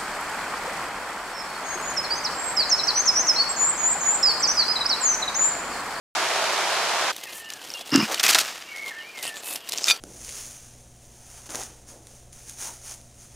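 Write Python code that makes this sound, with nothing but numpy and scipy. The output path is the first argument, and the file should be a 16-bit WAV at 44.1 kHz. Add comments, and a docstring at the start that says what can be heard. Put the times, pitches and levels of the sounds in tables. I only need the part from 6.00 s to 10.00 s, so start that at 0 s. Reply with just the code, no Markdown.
"""Outdoors beside a palm, the microphone close to the trunk. Steady rain stops abruptly; then a knife
cuts round the trunk through its fibrous sheath. The blade picks at the fibres, sticks and judders
against the trunk, rips through a bundle, scrapes on lightly and slips off with a short steel ring.
Birds whistle far away in the open air, heard mostly through the trees."""
import sys
import numpy as np
from scipy import signal
from scipy.fft import rfft, irfft, next_fast_len
from scipy.io import wavfile
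from scipy.ndimage import uniform_filter1d, map_coordinates

SR = 44100
rng = np.random.default_rng(int(sys.argv[2]) if len(sys.argv) > 2 else 0)


def inscribe(sig):
    """Save sig as 16-bit PCM at rate SR to the path in sys.argv[1].

    A 1-D sig is mono; a 2-D sig holds one channel per row.
    Samples are clipped to [-1, 1] before scaling.
    """
    pcm = np.round(np.clip(np.atleast_2d(sig).T, -1, 1) * 32767)
    wavfile.write(sys.argv[1], SR, pcm.astype(np.int16))


N = 176400
T = np.arange(N) / SR
RAIN_START_S, RAIN_STOP_S = 0.151, 1.122


def amp(db):
    return 10 ** (np.asarray(db) / 20)


def unit(x):
    return x / np.sqrt(np.mean(x ** 2) + 1e-20)


def along(points, hz):
    """Read a curve of (freq_hz, value) points on a log frequency axis."""
    point_hz, values = np.transpose(points)
    return np.interp(np.log(hz + 1), np.log(point_hz + 1), values)


def level(points):
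    """Gain per sample from (time_s, level_db) points, silent outside them."""
    time_s, db = np.transpose(points)
    return amp(np.interp(T, time_s, db)) * (T >= time_s[0]) * (T <= time_s[-1])


def filtered(x, response):
    """Pass x through a filter whose gain is response(hz)."""
    size = next_fast_len(N + 8192)
    return irfft(rfft(x, size) * response(np.fft.rfftfreq(size, 1 / SR)), size)[..., :N]


def coloured(x, spectrum):
    """x shaped by (freq_hz, gain_db) points, at rms 1."""
    return unit(filtered(x, lambda hz: amp(along(spectrum, hz))))


def bell(hz, centre_hz, width_octaves, skirt_db):
    """Gain of a bell-shaped band standing on a flat skirt."""
    return np.exp(-0.5 * (np.log2(hz / centre_hz) / width_octaves) ** 2) + amp(skirt_db)


def add(track, start_s, sound):
    part = track[round(start_s * SR):][:len(sound)]
    part += sound[:len(part)]


def wobble(knots_per_s):
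    """A smooth random curve."""
    knots = rng.standard_normal(int(N * knots_per_s / SR) + 4)
    return map_coordinates(knots, [T * knots_per_s], mode="mirror")


def grains(per_s, spread_db, life_s):
    """Tiny decaying bursts of noise at random times and of random size, at rms 1."""
    onsets = rng.random(N) < per_s / SR
    sizes = onsets * amp(spread_db * np.clip(rng.standard_normal(N), -2, 2))
    power = signal.lfilter([1], [1, -np.exp(-2 / (life_s * SR))], sizes ** 2)
    return unit(np.sqrt(power) * rng.standard_normal(N))


def ring(modes, t, scatter_db):
    """Damped modes whose levels vary a little from blow to blow."""
    return sum(amp(db + scatter_db * rng.standard_normal() - 60 * t / t60) * np.sin(2 * np.pi * hz * t)
               for hz, db, t60 in modes)


def air(level_db=-50):
    """Quiet outdoor background once the rain has gone."""
    # Colour of the open air: freq_hz, gain_db
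    colour = [(30, -10), (237, -2), (443, 4), (1590, 1), (3070, -13.5), (4090, -6), (4660, -4),
              (12600, -43), (15500, -10)]
    return amp(level_db) * (T > RAIN_STOP_S) * coloured(rng.standard_normal(N), colour)


def trees(x, width):
    """The surrounding trees scatter a sound back as a short, diffuse stereo tail."""
    # Decay among the trees: freq_hz, t60_s
    decay = [(200, 0.6), (2500, 0.3)]
    hz, t, noise = signal.stft(rng.standard_normal((2, SR // 2)), SR, nperseg=256)
    tail = signal.istft(noise * amp(-60 * t / along(decay, hz)[:, None]), SR, nperseg=256)[1]
    mid, side = signal.fftconvolve(x[None], tail / np.linalg.norm(tail[0]), axes=1)[:, :N]
    return np.array([mid + width * side, mid - width * side])


def rain(level_db=-24.5, lean_right_db=0.5, stop_fade_s=0.012):
    """A dense wash of drops all round the microphone, widest in the treble."""
    # Colour of the drops: freq_hz, gain_db
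    colour = [(40, -40.5), (136, -22.5), (287, -19), (377, -8), (472, -9.5), (653, -0.5), (1190, -2.5),
              (4130, -11), (6640, -15), (9890, -20.5), (12100, -27), (15500, -37)]
    # Stereo width: freq_hz, side_re_mid_db
    width = [(100, -15), (300, -8.5), (700, -11.5), (2000, -12), (5000, 0), (10000, -5.5)]
    mid, side = (coloured(grains(per_s=6300, spread_db=-1.5, life_s=0.0017), colour) for _ in range(2))
    side = filtered(side, lambda hz: amp(along(width, hz)))
    gate = (T > RAIN_START_S) * np.clip((RAIN_STOP_S - T) / stop_fade_s, 0, 1)
    balance = amp([[-lean_right_db], [lean_right_db]])
    return amp(level_db) * gate * np.array([mid + side, mid - side]) * balance


def bird_whistles(waver=0.009, flutter_db=2, overtone_db=-26):
    """Far birds give slurred, overlapping whistles, unsteady in pitch and level."""
    # Whistles: start_s, length_s, start_hz, middle_hz, end_hz, level_db
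    whistles = [(1.19, 0.12, 1980, 2090, 2020, -43), (1.24, .05, 2050, 1850, 1620, -45),
                (1.267, 0.02, 2700, 2550, 2420, -38.5), (1.295, 0.099, 3020, 3100, 3040, -47),
                (1.27, 0.35, 1570, 1810, 1480, -47), (1.739, 0.037, 2755, 2830, 2850, -37),
                (1.766, 0.064, 3150, 3380, 3540, -42), (2.65, .04, 2700, 2750, 2800, -43),
                (2.675, 0.11, 2300, 2210, 2170, -37), (2.735, .1, 1800, 2180, 2260, -35),
                (2.815, 0.09, 2210, 2130, 2080, -32), (2.89, 0.055, 2100, 1780, 1550, -38),
                (2.95, 0.075, 1770, 1800, 1800, -39), (2.98, .045, 3350, 2980, 2800, -41),
                (2.985, .13, 1900, 2350, 2380, -40), (3.135, 0.11, 2250, 2060, 1930, -38),
                (3.22, 0.16, 1950, 1800, 1730, -43), (3.416, 0.15, 2500, 2610, 2530, -45.5)]
    out = np.zeros(N)
    for start_s, length_s, start_hz, middle_hz, end_hz, db in whistles:
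        progress = np.linspace(0, 1, int(length_s * SR))
        glide = np.polyfit([0, 0.5, 1], [start_hz, middle_hz, end_hz], 2)
        hz = np.polyval(glide, progress) * (1 + waver * wobble(330)[:len(progress)])
        phase = 2 * np.pi * np.cumsum(hz) / SR
        tone = np.sin(phase) + amp(overtone_db) * np.sin(2 * phase)
        swell = np.sqrt(np.abs(np.sin(np.pi * progress)))
        add(out, start_s, amp(db) * swell * tone)
    return out * amp(flutter_db * wobble(110))


def bird_chorus(level_db=-51.5, chatter_db=5):
    """After the rain, many distant birds blur into flickering patches of noise."""
    # Colour of the chorus: freq_hz, gain_db
    colour = [(1100, -43), (1600, -3.5), (2100, -3), (3000, 6), (3800, -9), (5000, -11.5)]
    noise = signal.stft(rng.standard_normal(N), nperseg=512)[2]
    patches = uniform_filter1d(rng.standard_normal(noise.shape), size=3, axis=0)  # smooth in frequency
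    patches = unit(uniform_filter1d(patches, size=12, axis=1))  # and in time
    chatter = signal.istft(noise * amp(chatter_db * patches), nperseg=512)[1][:N]
    return amp(level_db) * (T > RAIN_STOP_S) * coloured(chatter, colour)


def shaves():
    """The flat of the edge rubs and shaves dry fibres: each stroke swells and fades as a grainy hiss. The very
    narrow 2.44 kHz stroke just after 2.0 s is instead a brief squeal of the blade."""
    # Strokes: start_s, length_s, level_db, centre_hz, width_octaves
    strokes = [(1.31, 0.12, -38, 10000, 0.61), (2.012, 0.05, -29.5, 2440, .05),
               (2.062, 0.11, -32.5, 690, 0.81), (2.232, .055, -27, 2480, 0.063),
               (3.21, 0.1, -34.5, 9100, 0.23), (3.22, 0.087, -34.5, 2880, 0.12),
               (3.341, 0.077, -42, 7400, 0.15), (3.414, 0.18, -32.5, 10300, 0.37),
               (3.781, 0.16, -32, 5970, 0.37), (3.854, 0.077, -27.5, 6940, 1)]
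    out, fibres = np.zeros(N), grains(per_s=1900, spread_db=5.5, life_s=0.003)
    for start_s, length_s, db, centre_hz, width_octaves in strokes:
        rub = fibres[round(start_s * SR):][:int(length_s * SR)]
        hz = np.fft.rfftfreq(len(rub), 1 / SR) + 1
        hiss = unit(irfft(rfft(rub) * bell(hz, centre_hz, width_octaves, skirt_db=-30), len(rub)))
        add(out, start_s, amp(db) * hiss * np.sin(np.linspace(0, np.pi, len(rub))))
    return out


def rasp():
    """The edge catches countless fibres: a light scrape, and a coarser rip where it bites deep."""
    # Light scraping over dry fibres: time_s, level_db
    scrape_levels = [(1.12, -41.5), (1.28, -41), (1.38, -42), (1.43, -46), (1.58, -42), (1.69, -40),
                     (1.81, -37), (1.835, -57), (1.87, -36), (1.92, -40.5), (2.6, -59), (2.72, -71),
                     (2.765, -42.5), (2.83, -46.5), (2.885, -36), (2.92, -51), (3.12, -55.5), (3.19, -39.5),
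                     (3.265, -34), (3.325, -46), (3.37, -37.5), (3.415, -45), (3.47, -38.5), (3.53, -32.5),
                     (3.565, -36), (3.58, -49), (3.66, -48), (3.71, -36), (3.80, -36), (3.85, -47.5),
                     (3.93, -36.5), (3.98, -43.5)]
    # Colour of the scrape: freq_hz, gain_db
    scrape_colour = [(60, -25), (300, -0.5), (750, 4), (1500, -4), (2900, 2.5), (4200, 1.5), (7000, -3),
                     (9000, -1.5), (12000, -7.5), (15500, -6)]
    # Ripping through a bundle: time_s, level_db
    rip_levels = [(1.91, -62), (1.935, -32), (2.0, -33.5), (2.045, -30.5), (2.08, -37), (2.12, -27),
                  (2.165, -34), (2.19, -34), (2.205, -21), (2.224, -34), (2.24, -23), (2.34, -22),
                  (2.378, -24.5), (2.41, -25.5), (2.43, -30.5), (2.462, -31), (2.50, -33), (2.56, -40.5),
                  (2.65, -45), (3.80, -64), (3.85, -37.5), (3.875, -26.5), (3.91, -24), (3.93, -58),
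                  (3.97, -41)]
    # Colour of the rip: freq_hz, gain_db
    rip_colour = [(29, -48), (65, -17), (131, -23), (333, -6.5), (551, -10), (652, -2), (935, -5),
                  (1250, 0), (3030, -2.5), (6080, -4), (13400, -15.5), (15500, -11)]
    crackle = amp(-4) * grains(per_s=170, spread_db=4, life_s=0.0007)  # single fibres stand out
    scrape = coloured(grains(per_s=900, spread_db=8.5, life_s=0.0067) + crackle, scrape_colour)
    rip = coloured(grains(per_s=700, spread_db=0.5, life_s=0.0079) + crackle, rip_colour)
    return level(scrape_levels) * scrape + level(rip_levels) * rip


def snaps(attack_s=0.00063, release_s=0.0014, low_cut_hz=350):
    """Each thick fibre gives way in a short burst with its own colour."""
    # Snapping fibres: start_s, level_db, length_s, centre_hz, width_octaves
    fibres = [(1.163, -29, 0.0041, 5470, 6.3), (1.236, -30.5, 0.0053, 5400, 1.7),
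              (1.502, -28, 0.0022, 4760, 1), (1.5354, -26.5, 0.0012, 6640, 0.29),
              (1.702, -27, 0.0017, 5460, 0.085), (1.738, -25.5, 0.0021, 5400, 0.076),
              (1.917, -28, 0.0026, 5050, .12), (1.942, -18, 0.0014, 5040, 0.18),
              (1.952, -23, 0.0018, 5130, 0.18), (1.962, -30, .002, 2980, 1.4),
              (2.122, -24, 0.0016, 4500, 1.6), (2.143, -20, 0.0039, 4500, 1),
              (2.177, -24, 0.0021, 2600, 0.13), (2.196, -17.5, 0.0045, 3770, 0.74),
              (2.230, -18, 0.007, 4000, 1.6), (2.238, -11.5, 0.0019, 2940, 1.6),
              (2.244, -21, 0.016, 3530, 2.6), (2.2635, -13, 0.003, 3320, 1.1), (2.28, -18, .004, 2800, 2.2),
              (2.288, -13, 0.0067, 3300, 1.2), (2.296, -16.5, 0.016, 4500, 1.2),
              (2.329, -20.5, 0.0092, 3400, 1.2), (2.3462, -10.5, 0.0039, 3770, 1.1),
              (2.351, -15.5, 0.0091, 2150, 1.2), (2.385, -13.5, 0.0075, 3630, 1.4),
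              (2.398, -21.5, 0.018, 4040, 1.2), (2.621, -37.5, 0.0047, 2980, 0.59),
              (3.227, -25.5, 0.0032, 6450, 1.7), (3.267, -26, 0.0014, 3730, 0.8),
              (3.527, -30, 0.0029, 6150, 1.6), (3.558, -24.5, 0.0031, 6600, 1.1),
              (3.689, -26, 0.0072, 6000, 1.5), (3.7208, -20, 0.0018, 5500, 0.61),
              (3.729, -27, 0.0097, 4250, 1.2), (3.7757, -20, 0.0013, 5940, 0.25),
              (3.783, -19.5, 0.0013, 4830, 0.57)]
    out, t = np.zeros(N), np.arange(2048) / SR
    hz = np.fft.rfftfreq(len(t), 1 / SR) + 1
    for start_s, db, length_s, centre_hz, width_octaves in fibres:
        colour = bell(hz, centre_hz, width_octaves, skirt_db=-24) * hz / np.hypot(hz, low_cut_hz)
        burst = unit(irfft(rfft(rng.standard_normal(len(t))) * colour))
        envelope = np.minimum(t / attack_s, 1) * np.exp(-np.maximum(t - length_s, 0) / release_s)
        add(out, start_s, amp(db) * burst * envelope)
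    return out


def cracks(rise_s=0.0002):
    """A hard fibre parts at once and flicks the steel, which rings for an instant."""
    # Hard fibres parting: start_s, level_db
    fibres = [(1.9598, 6), (3.8423, 1)]
    # Modes of the flicked blade: pitch_hz, level_db, t60_s
    blade_modes = [(2900, -15, .003), (5250, -4, .005), (6400, -3, .003), (7600, -6, .003),
                   (11000, -14, .003)]
    out, t = np.zeros(N), np.arange(SR // 20) / SR
    for start_s, db in fibres:
        add(out, start_s, amp(db) * ring(blade_modes, t, scatter_db=1) * (1 - np.exp(-t / rise_s)))
    return out


def judder(rise_s=0.0028, low_cut_hz=115):
    """The wedged blade sticks and slips, and the trunk thuds at each jerk."""
    # Jerks on the trunk: start_s, level_db
    jerks = [(1.9232, -21), (1.9302, -17.5), (1.9372, -17.5), (1.9481, -16), (1.9516, -9.5), (1.9737, -11),
             (1.988, -15), (1.9977, -15), (2.0066, -16.5), (2.0255, -13)]
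    # Modes of the trunk: pitch_hz, level_db, t60_s
    trunk_modes = [(182, -12, 0.05), (218, -8, 0.057), (275, 0, 0.055), (316, -4, 0.045), (417, -17, .04)]
    thuds, t = np.zeros(N), np.arange(SR // 8) / SR
    attack = 1 - np.exp(-(t / rise_s) ** 2)
    for start_s, db in jerks:
        add(thuds, start_s, amp(db) * ring(trunk_modes, t, scatter_db=5) * attack)
    return signal.sosfilt(signal.butter(4, low_cut_hz, "high", fs=SR, output="sos"), thuds)


def squeal():
    """Grainy stick-slip friction makes the wedged steel squeal in its resonances."""
    # Course of the squeal: time_s, level_db
    squeal_levels = [(1.9, -54), (1.93, -24.5), (1.955, -20.5), (1.98, -28.5), (2.005, -23.5),
                     (2.06, -34.5), (2.09, -52)]
    # Resonances of the wedged blade: centre_hz, width_hz, gain_db
    resonances = [(1240, 1250, -3.5), (2785, 160, 2.5), (5140, 610, -1)]

    def steel(hz):
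        return sum(amp(db) * (1j * hz * width / (centre ** 2 - hz ** 2 + 1j * hz * width)) ** 2
                   for centre, width, db in resonances)

    friction = grains(per_s=900, spread_db=1.5, life_s=0.003)
    return level(squeal_levels) * unit(filtered(friction, steel))


def slip_off(rise_s=0.001, grit=0.3, skid_band_hz=(2500, 8000), skid_decay_s=0.007):
    """The edge grates free in short skids; each rings the blade, roughened by the fibres it brushes."""
    # Slips of the edge: start_s, level_db
    slips = [(3.8815, -10.5), (3.899, -8), (3.9085, -10)]
    # Modes of the freed blade: pitch_hz, level_db, t60_s
    blade_modes = [(1345, -25, .2), (2445, -7, .045), (3556, -3, .045), (3646, 0, .055), (4000, -11, .03),
                   (4640, -10, .08), (4930, -10, .035), (5896, -24, .12), (6380, -10, .03),
                   (7300, -13, .03), (10165, -17, .12)]
    out, t = np.zeros(N), np.arange(SR // 5) / SR
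    band = signal.butter(2, skid_band_hz, "band", fs=SR, output="sos")
    for start_s, db in slips:
        skid = unit(signal.sosfilt(band, rng.standard_normal(len(t)))) * np.exp(-t / skid_decay_s)
        steel = ring(blade_modes, t, scatter_db=3.5) * (1 - np.exp(-t / rise_s))
        add(out, start_s, amp(db) * (amp(-9) * skid + steel))
    return out * (1 + grit * wobble(900))


def scene():
    """The knife is close and central, the birds distant and mostly heard through the trees."""
    knife = rasp() + shaves() + snaps() + cracks() + judder() + squeal() + slip_off()
    birds = bird_whistles() + bird_chorus()
    far_birds = amp(-3) * birds + amp(-1) * trees(birds, width=0.15)
    return rain() + air() + far_birds + knife + amp(-25.5) * trees(knife, width=0.014)


def record(dry, top_hz=15900):
    """The treble dips slightly from 8 kHz and falls away near 16 kHz."""
    # Overall tone colour: freq_hz, gain_db
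    colour = [(30, -1.5), (90, 0.5), (7000, 0), (8000, -2), (14800, -3), (15800, -20)]
    return filtered(dry, lambda hz: amp(along(colour, hz)) * (hz < top_hz))


dry = scene()
out = record(dry)
inscribe(out)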